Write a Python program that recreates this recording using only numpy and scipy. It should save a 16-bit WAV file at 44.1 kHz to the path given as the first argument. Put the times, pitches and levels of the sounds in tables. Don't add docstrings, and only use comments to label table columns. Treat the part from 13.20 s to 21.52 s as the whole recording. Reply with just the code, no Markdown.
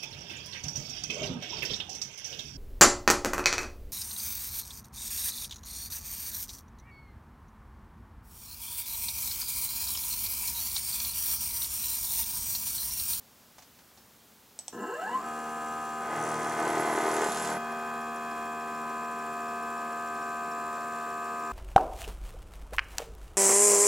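import sys
import numpy as np
from scipy import signal
from scipy.fft import rfft, irfft
from scipy.io import wavfile

SR = 44100
rng = np.random.default_rng(int(sys.argv[2]) if len(sys.argv) > 2 else 0)


def master_out(mix):
    frames = np.transpose(np.atleast_2d(mix))
    ceiling = np.clip(frames, -1, 1)
    pcm = np.round(ceiling * 32767).astype(np.int16)
    wavfile.write(sys.argv[1], SR, pcm)


N = 366912
T = np.arange(N) / SR
FREQS = np.fft.rfftfreq(N, 1 / SR)

CYCLE_HZ, STEPS_PER_CYCLE = 77.795, 16
START_S, START_HZ, ACCEL_HZ_PER_S = 1.522, 129.95, 2455
MERGED_S = 2.06
CATCH_S, TIP_S, FREE_S = 2.902, 4.06, 4.39


def undb(db):
    return 10 ** (np.asarray(db) / 20)


def unit(x):
    return x / np.sqrt(np.mean(x ** 2))


def hold(start, attack, stop, release):
    return np.clip((T - start) / attack, 0, 1) * np.clip((stop - T) / release, 0, 1)


def over_pitch(points):
    hz, value = np.transpose(points)
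    return np.interp(np.log(FREQS + 1), np.log(hz), value)


def colour(x, points):
    cepstrum = irfft(np.log(undb(over_pitch(points))), N)
    cepstrum[1:N // 2] *= 2
    cepstrum[N // 2 + 1:] = 0
    return irfft(rfft(x) * np.exp(rfft(cepstrum)), N)


def ring(x, modes):
    s = 1j * FREQS
    body = 0
    for k, (hz, width, db) in enumerate(modes):
        resonance = width * s / (s * s + width * s + hz * hz)
        body = body + (-1) ** k * undb(db) * resonance
    return irfft(rfft(x) * body, N)


def noise():
    return rng.standard_normal(N)


def walk(rate):
    return unit(irfft(rfft(noise()) * np.exp(-(FREQS / rate) ** 2), N))


def strikes(times, sizes):
    out = np.zeros(N)
    at = np.clip(np.asarray(times) * SR, 0, N - 2)
    np.add.at(out, at.astype(int), sizes * (1 - at % 1))
    np.add.at(out, at.astype(int) + 1, sizes * (at % 1))
    return out


def bursts(x, t60):
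    keep = np.exp(-2 * np.log(1000) / (t60 * SR))
    power = signal.lfilter([1 - keep], [1, -keep], x ** 2)
    return noise() * np.sqrt(power)


def bounces(pattern_db, start, jitter, scatter_db):
    count = np.arange(120 * len(pattern_db))
    times = start + count * 2 / CYCLE_HZ / len(pattern_db)
    late, louder = rng.uniform(-1.1, 1, (len(count), 2)).T
    levels_db = np.resize(pattern_db, len(count)) + scatter_db * louder
    return strikes(times + jitter * late, undb(levels_db))


# f/Hz, width/Hz, relative level/dB
FRAME_MODES = [(201.4, 10.5, 0), (252, 22, -3), (331.7, 8.3, 1), (395, 11, 3), (484, 10.5, 5.5),
               (637, 14, -3.5), (720, 33, -2.5), (754, 16, -1.5), (841, 39, -5), (1039, 10, 8),
               (1301, 6.2, 6), (1450, 37, -13), (1530, 17, -6), (1630, 67, -8), (1726, 32, -6),
               (1957, 9.6, -12.5), (2744, 12.4, -11), (2976, 22, -16.5), (4220, 88, -32), (7400, 240, -46)]


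def spin_up(step_hz, steps, uneven=0.28, scatter_db=2, hunt_steps=0.11, soft_start_db=-4.5, attack_s=.07,
            loss_db_per_octave=0.5, release_s=0.053, step_db=-35, sing_db=-41.5):
    count = np.arange(1, 700)
    rotor = np.maximum.accumulate(steps + hunt_steps * walk(74.4) * (steps > 0))
    times = np.interp(count, rotor + .5 * (steps > 0), T)
    pull = 1 + uneven * np.cos(np.pi * count / 2)
    sizes = pull * undb(scatter_db * rng.standard_normal(len(count)))

    soft_db = soft_start_db * np.clip(1 - (T - START_S) / attack_s, 0, 1)
    speed_loss_db = loss_db_per_octave * np.log2(np.maximum(step_hz / START_HZ, 1))
    merging = np.clip((MERGED_S - T) / release_s, 0, 1)
    force = undb(soft_db - speed_loss_db) * merging
    body = ring(strikes(times, sizes) * force, FRAME_MODES)
    growl = colour(body, [(400, 3.5), (520, -1), (700, -5), (2000, -29)])
    body += growl * np.clip((1.7 - T) / 0.15, 0, 1)
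    body /= np.std(body[(T > START_S) & (T < MERGED_S)])
    case = np.sqrt(2) * np.cos(2 * np.pi * rotor) * step_hz / step_hz.max() * merging
    return undb(step_db) * body + undb(sing_db) * case


def whistle_dip(depth_db=-3.5, attack_s=.6, recovered_s=7.04, release_s=2.5):
    return depth_db * hold(CATCH_S, attack_s, recovered_s, release_s)


# multiple, level/dB with the plate square to the rail, level/dB turned
OVERTONES = [(1, -69, -69.5), (2, -61.5, -63.5), (4, -56, -59.5), (5, -53, -50), (6, -53.5, -54),
             (7, -61.5, -61.5), (8, -65, -69.5), (9, -43.5, -42), (11, -54, -56.5), (12, -58, -70),
             (13, -45, -43), (14, -55, -50), (17, -53, -57.5), (19, -62, -61.5), (20, -50.5, -46.5),
             (21, -56, -59.5), (22, -51.5, -50.5), (23, -69, -63), (27, -68, -70), (28, -71, -75),
             (31, -65, -62), (33, -98, -58), (35, -62.5, -68.5), (37, -66, -78), (52, -75, -71.5),
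             (58, -72, -73)]
# multiple, t/s, level there/dB, change before and after/(dB per s)
TRAVEL_OVERTONES = [(3, 4.5, -45.5, -1.1), (10, 3.05, -43.5, -2.5), (15, 8.2, -41, -1.5),
                    (16, 5.2, -43.5, 1.28), (32, 5.1, -53, -3), (42, 3.93, -57.5, -4.5)]
# multiple, level before the dip/dB
THIN_LINES = [(93, -72), (95, -64), (96, -63.5), (98, -76), (100, -75)]


def whine(cycles, waver_db=1.07, flutter_rad=0.035, turning_s=1.83):
    turned = np.clip((T - CATCH_S) / turning_s, 0, 1)
    lines = [(round(k), square + (turned_db - square) * turned) for k, square, turned_db in OVERTONES]
    lines += [(round(k), db + slope * np.abs(T - s)) for k, s, db, slope in TRAVEL_OVERTONES]
    dip = whistle_dip()
    lines += [(k, db + dip) for k, db in THIN_LINES]

    waver, flutter, out = waver_db * walk(1.7), flutter_rad * walk(16), 0
    for k, db in lines:
        shift, angle = rng.integers(N), rng.uniform(0, 2 * np.pi)
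        phase = 2 * np.pi * k * cycles + angle + np.roll(flutter, shift)
        out = out + undb(db + np.roll(waver, shift)) * np.cos(phase)
    return np.sqrt(2) * out * np.clip((T - 1.96) / 0.11, 0, 1)


# f/Hz, relative level per Hz/dB
ROLL_SPECTRUM = [(40, -20), (80, -21.5), (130, -10), (200, -2), (400, 1), (550, -0.5), (720, 1), (1100, 0),
                 (1600, -1.5), (2000, -8), (3200, -16), (5500, -19), (8200, -19.5), (11000, -23),
                 (16000, -45)]
# f/Hz, relative level per Hz/dB
WHISTLE_SPECTRUM = [(5500, -35), (6800, -12.5), (7150, -7.5), (7400, -0.5), (7700, -10), (8400, -13.5),
                    (12000, -50)]


def rolling(cycles, roll_db=-47, whistle_db=-59.0, sag_hz=380, recover_s=.9):
    wheels = unit(colour(noise(), ROLL_SPECTRUM)) * undb(roll_db + 0.5 * walk(12))
    throb = 1 + .6 * np.cos(2 * np.pi * cycles)
    flat_hz = sag_hz * np.exp(-np.abs(T - FREE_S) / recover_s) * (T > FREE_S)
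    band = signal.hilbert(colour(noise(), WHISTLE_SPECTRUM))
    whistle = np.real(band * np.exp(-2j * np.pi * np.cumsum(flat_hz) / SR))
    whistle = unit(whistle) * throb * undb(whistle_db + whistle_dip())
    return wheels * hold(START_S, 0.38, 9, 0.38) + whistle * hold(START_S, 0.009, 9, 0.009)


# t/s, relative level/dB
KNOCK_LEVELS = [(2.85, -45), (2.922, -44), (3.38, -43), (3.388, -39), (4.058, -38), (4.11, -45.5),
                (4.348, -41), (4.41, -45)]


def knock_level():
    return np.interp(T, *np.transpose(KNOCK_LEVELS))


# f/Hz, width/Hz, relative level/dB
PLATE_MODES = [(150, 90, -5.5), (283, 85, -7), (440, 75, 4), (686.6, 31, 4.5), (818, 58, 4),
               (1034, 50, 2.5), (1180, 130, -4.5), (1515, 21, 2.5), (1689, 58, -9.5), (2046, 234, -9),
               (2470, 310, -18)]


def knocking(knock_db=4, loose_db=-50, settle_s=0.48):
    knocks = bounces([0, -2, -9, -10, -1, -6, -10, -8], 1.9770, .0003, 2)
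    knocks = knocks + .4 * bursts(knocks, .017)
    knocks = unit(colour(ring(knocks, PLATE_MODES), [(50, -12), (110, -7.0), (160, -1.5)]))
    caught = undb(knock_db + knock_level()) * hold(2.74, 0.19, FREE_S, .02)
    loose = undb(loose_db) * hold(TIP_S, .1, FREE_S + settle_s, 0.13)
    return knocks * np.maximum(caught, loose)


def rocking(thud_db=11, build_db_per_s=4, rest_hz=340, tipping_hz=420, stiffen_s=0.42,
            tipped_hz=205, tipped_db=6):
    before, tipped = np.minimum(T - TIP_S, 0), T > TIP_S
    stiffening_hz = rest_hz + (tipping_hz - rest_hz) * np.exp(before / stiffen_s)
    hz = np.where(tipped, tipped_hz, stiffening_hz)
    db = knock_level() + np.where(tipped, tipped_db, thud_db + build_db_per_s * before)

    out, t = np.zeros(N), T[:SR // 10]
    swell = (t / .005) ** 2 * np.exp(2 - 2 * t / .005)
    for s in np.arange(CATCH_S, FREE_S, 2 / CYCLE_HZ):
        late_s, louder_db = rng.standard_normal(2) * (.0003, 1.2)
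        i = int((s + late_s) * SR)
        out[i:i + len(t)] += undb(db[i] + louder_db) * swell * np.sin(2 * np.pi * hz[i] * t)
    return out


def humming(cycles, hum_db=-43.0, ease_db_per_s=6, lower_db=-10, attack_s=0.1):
    level_db = hum_db - ease_db_per_s * (T - CATCH_S) + 1.8 * walk(18.2)
    tones = np.sin(4 * np.pi * cycles) + undb(lower_db) * np.sin(3 * np.pi * cycles + walk(16))
    return tones * undb(level_db) * hold(CATCH_S, attack_s, FREE_S, .04)


# f/Hz, relative level per Hz/dB
TICK_SPECTRUM = [(1500, -27), (2800, 1.5), (4500, -2), (6000, 0.5), (7500, 6), (8600, -1.5), (9800, -2.5),
                 (10800, -2.5), (13000, -18), (16000, -23)]


def ticking(tick_db=-46, rise_db_per_s=10.0, attack_s=0.037, release_s=0.1):
    ticks = bounces([0.5, -4.5, -5.5, -5.5], 1.9866, 0.00071, 1.4)
    ticks = unit(colour(bursts(ticks, 0.009) + 1.2 * bursts(ticks, 0.083), TICK_SPECTRUM))
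    level_db = tick_db + rise_db_per_s * np.minimum(T - TIP_S, 0)
    return ticks * undb(level_db) * hold(CATCH_S, attack_s, FREE_S, release_s)


# f/Hz, width/Hz, relative level/dB
EDGE_MODES = [(6020, 310, 2), (7930, 330, -2.5), (9330, 330, 0.5), (10030, 280, 0)]


def scraping(graze_db=-63, caught_db=-51, ease_db_per_s=11, attack_s=0.14):
    scrape = unit(ring(bursts(bounces([0, -1], 1.9840, 0.00027, 2.6), 0.016), EDGE_MODES))
    graze = undb(graze_db) * hold(2.04, 0.035, FREE_S, 0.035)
    bite = undb(caught_db - ease_db_per_s * (T - CATCH_S)) * hold(CATCH_S, attack_s, FREE_S, .05)
    return scrape * np.hypot(graze, bite)


# start t/s, length t/s, relative level/dB
SQUEAL_FITS = [(3.476, 0.056, -54), (3.59, 0.028, -51), (3.658, 0.114, -54), (3.787, 0.055, -55),
               (3.868, 0.099, -49.5), (4.065, 0.02, -50), (4.095, 0.059, -50), (4.198, 0.044, -49),
               (4.3, 0.042, -51)]


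def squeal(pitch_hz=11130, fit_db=3, between_db=-56, flicker_db=3.0, fade_s=.008):
    wandering_hz = pitch_hz + 45 * walk(159)
    tone = np.sqrt(2) * np.sin(2 * np.pi * np.cumsum(wandering_hz) / SR)
    fits = 0
    for s, length, db in SQUEAL_FITS:
        fits = fits + undb(db + fit_db) * hold(s - fade_s / 2, fade_s, s + length + fade_s / 2, fade_s)
    between = undb(between_db) * hold(3.8, .015, FREE_S, .015)
    return tone * np.maximum(fits, between) * undb(flicker_db * walk(57))


# half-turn 0 or 1, delay t/s, mean peak level/dB, mean f/Hz, scatter of f/Hz
SQUEAKS = [(0, 0, -53.5, 10030, 120), (0, 0.0053, -54.5, 5530, 200), (1, 0, -55.5, 9500, 400),
           (1, .01, -60.5, 5500, 200)]


def chirps(first_s=4.369, rate_hz=13.603, scatter_db=2.0, length_s=.004, glide_hz_per_s=-25000):
    out, chance = np.zeros(N), rng.standard_normal((60, len(SQUEAKS), 2))
    turns = np.arange(first_s, T[-1], 2 / rate_hz)
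    for turn_s, draws in zip(turns, chance):
        for (half, delay, db, hz, spread_hz), (louder, higher) in zip(SQUEAKS, draws):
            s = turn_s + round(half) / rate_hz + delay
            near = slice(int(s * SR) - SR // 50, int(s * SR) + SR // 40)
            t = T[near] - s - length_s
            tone = np.sin(2 * np.pi * t * (hz + spread_hz * higher + glide_hz_per_s * t / 2))
            out[near] += undb(db + scatter_db * louder) * np.exp(-(t / length_s) ** 2) * tone
    return out


# t/s, relative level/dB, ring relative to that level/dB
CLICKS = [(1.39, -2.5, -0.5), (1.4814, 1, -16)]
# f/Hz, relative level per Hz/dB
CLICK_SPECTRUM = [(200, -25), (550, 0), (750, 10), (1050, -3), (1500, -15), (2700, -7), (4000, -3),
                  (4800, -4), (6000, 5), (7000, 0), (8100, 10), (9500, -13), (15000, -23)]
# f/Hz, width/Hz, relative level/dB
HOUSING_MODES = [(7930, 60, 15), (8010, 14, 15)]


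def clicks(snap_db=-7):
    s, db, ring_db = np.transpose(CLICKS)
    snap = strikes(s, undb(db + snap_db))
    crack = colour(0.41 * snap + .5 * bursts(snap, 0.013) + 0.42 * bursts(snap, 0.11), CLICK_SPECTRUM)
    return crack + ring(strikes(s, undb(db + ring_db)), HOUSING_MODES)


# t/s, relative level/dB
TAPS = [(0.383, -15), (.423, -19), (0.5882, -22.5), (0.774, -22)]
# f/Hz, relative level per Hz/dB
TAP_SPECTRUM = [(200, -6), (500, -2), (800, 7.5), (1400, -3), (3000, -4), (6300, 0), (8000, -8),
                (15000, -25)]
# f/Hz, width/Hz, relative level/dB
TINKLE_MODES = [(4450, 16, -3), (5550, 16, -2), (7060, 25, -4)]


def bench_taps(tinkle_s=.7745, tinkle_db=-6):
    s, db = np.transpose(TAPS)
    taps = colour(bursts(strikes(s, undb(db)), 0.098), TAP_SPECTRUM)
    return taps + ring(strikes([tinkle_s], undb(tinkle_db)), TINKLE_MODES)


# f/Hz, left minus right level/dB
LEFT_LEAN = [(380, 0.45), (700, -0.1), (1290, 2), (2380, -2.5), (4400, -1.2), (8120, -1.3), (15000, -0.1)]
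# f/Hz, angle by which left leads/rad
LEFT_LEAD = [(100, 0.057), (700, -0.19), (1290, -0.41), (2500, -0.16), (4000, -0.72), (7240, 0.52),
             (12000, -0.17)]


def two_microphones(rig):
    sides = np.array([[1], [-1]])
    gain = undb(sides * over_pitch(LEFT_LEAN) / 2)
    return irfft(rfft(rig) * gain * np.exp(.5j * sides * over_pitch(LEFT_LEAD)), N)


def smear(x, t60):
    t = T[:SR // 2]
    tail = rng.standard_normal(len(t)) * np.exp(-np.log(1000) * t / t60)
    return signal.fftconvolve(x, tail / np.linalg.norm(tail))[:N]


def reflections(loose, wall_db=-21):
    treble = colour(loose, [(200, -24), (1200, 4), (3000, 13.0), (6000, 15), (11000, -17)])
    return undb(wall_db) * np.array([smear(treble, 0.75), smear(treble, 0.2)])


# f/Hz, relative level per Hz/dB
ROOM_SPECTRUM = [(25, -23), (70, -3.5), (150, -4), (195, -1.5), (250, -1), (310, -6), (600, -7.5),
                 (1000, -8), (2200, -13.5), (5500, -13.5), (10000, -16.5), (15500, -13)]


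def room_hush(room_db=-57, side_db=-19):
    unshared = colour(noise(), ROOM_SPECTRUM)
    unshared = colour(unshared, [(60, 26), (130, 23), (1000, 30), (5000, 25), (12000, -44)])
    side = np.array([[1], [-1]]) * undb(side_db) * unit(unshared)
    return undb(room_db) * (unit(colour(noise(), ROOM_SPECTRUM)) + side)


def scene():
    step_hz = np.clip(ACCEL_HZ_PER_S * (T - START_S), START_HZ, STEPS_PER_CYCLE * CYCLE_HZ) * (T > START_S)
    steps = np.cumsum(step_hz) / SR
    cycles = steps / STEPS_PER_CYCLE
    motor = spin_up(step_hz, steps) + rolling(cycles)
    plate = knocking() + rocking() + humming(cycles) + ticking() + scraping() + squeal()
    loose = motor + plate + chirps() + clicks() + bench_taps()
    return two_microphones(loose + whine(cycles)) + reflections(loose) + room_hush()


def record(dry, top_hz=15750):
    return signal.sosfilt(signal.ellip(10, .1, 80, top_hz, fs=SR, output="sos"), dry)


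dry = scene()
out = record(dry)
master_out(out)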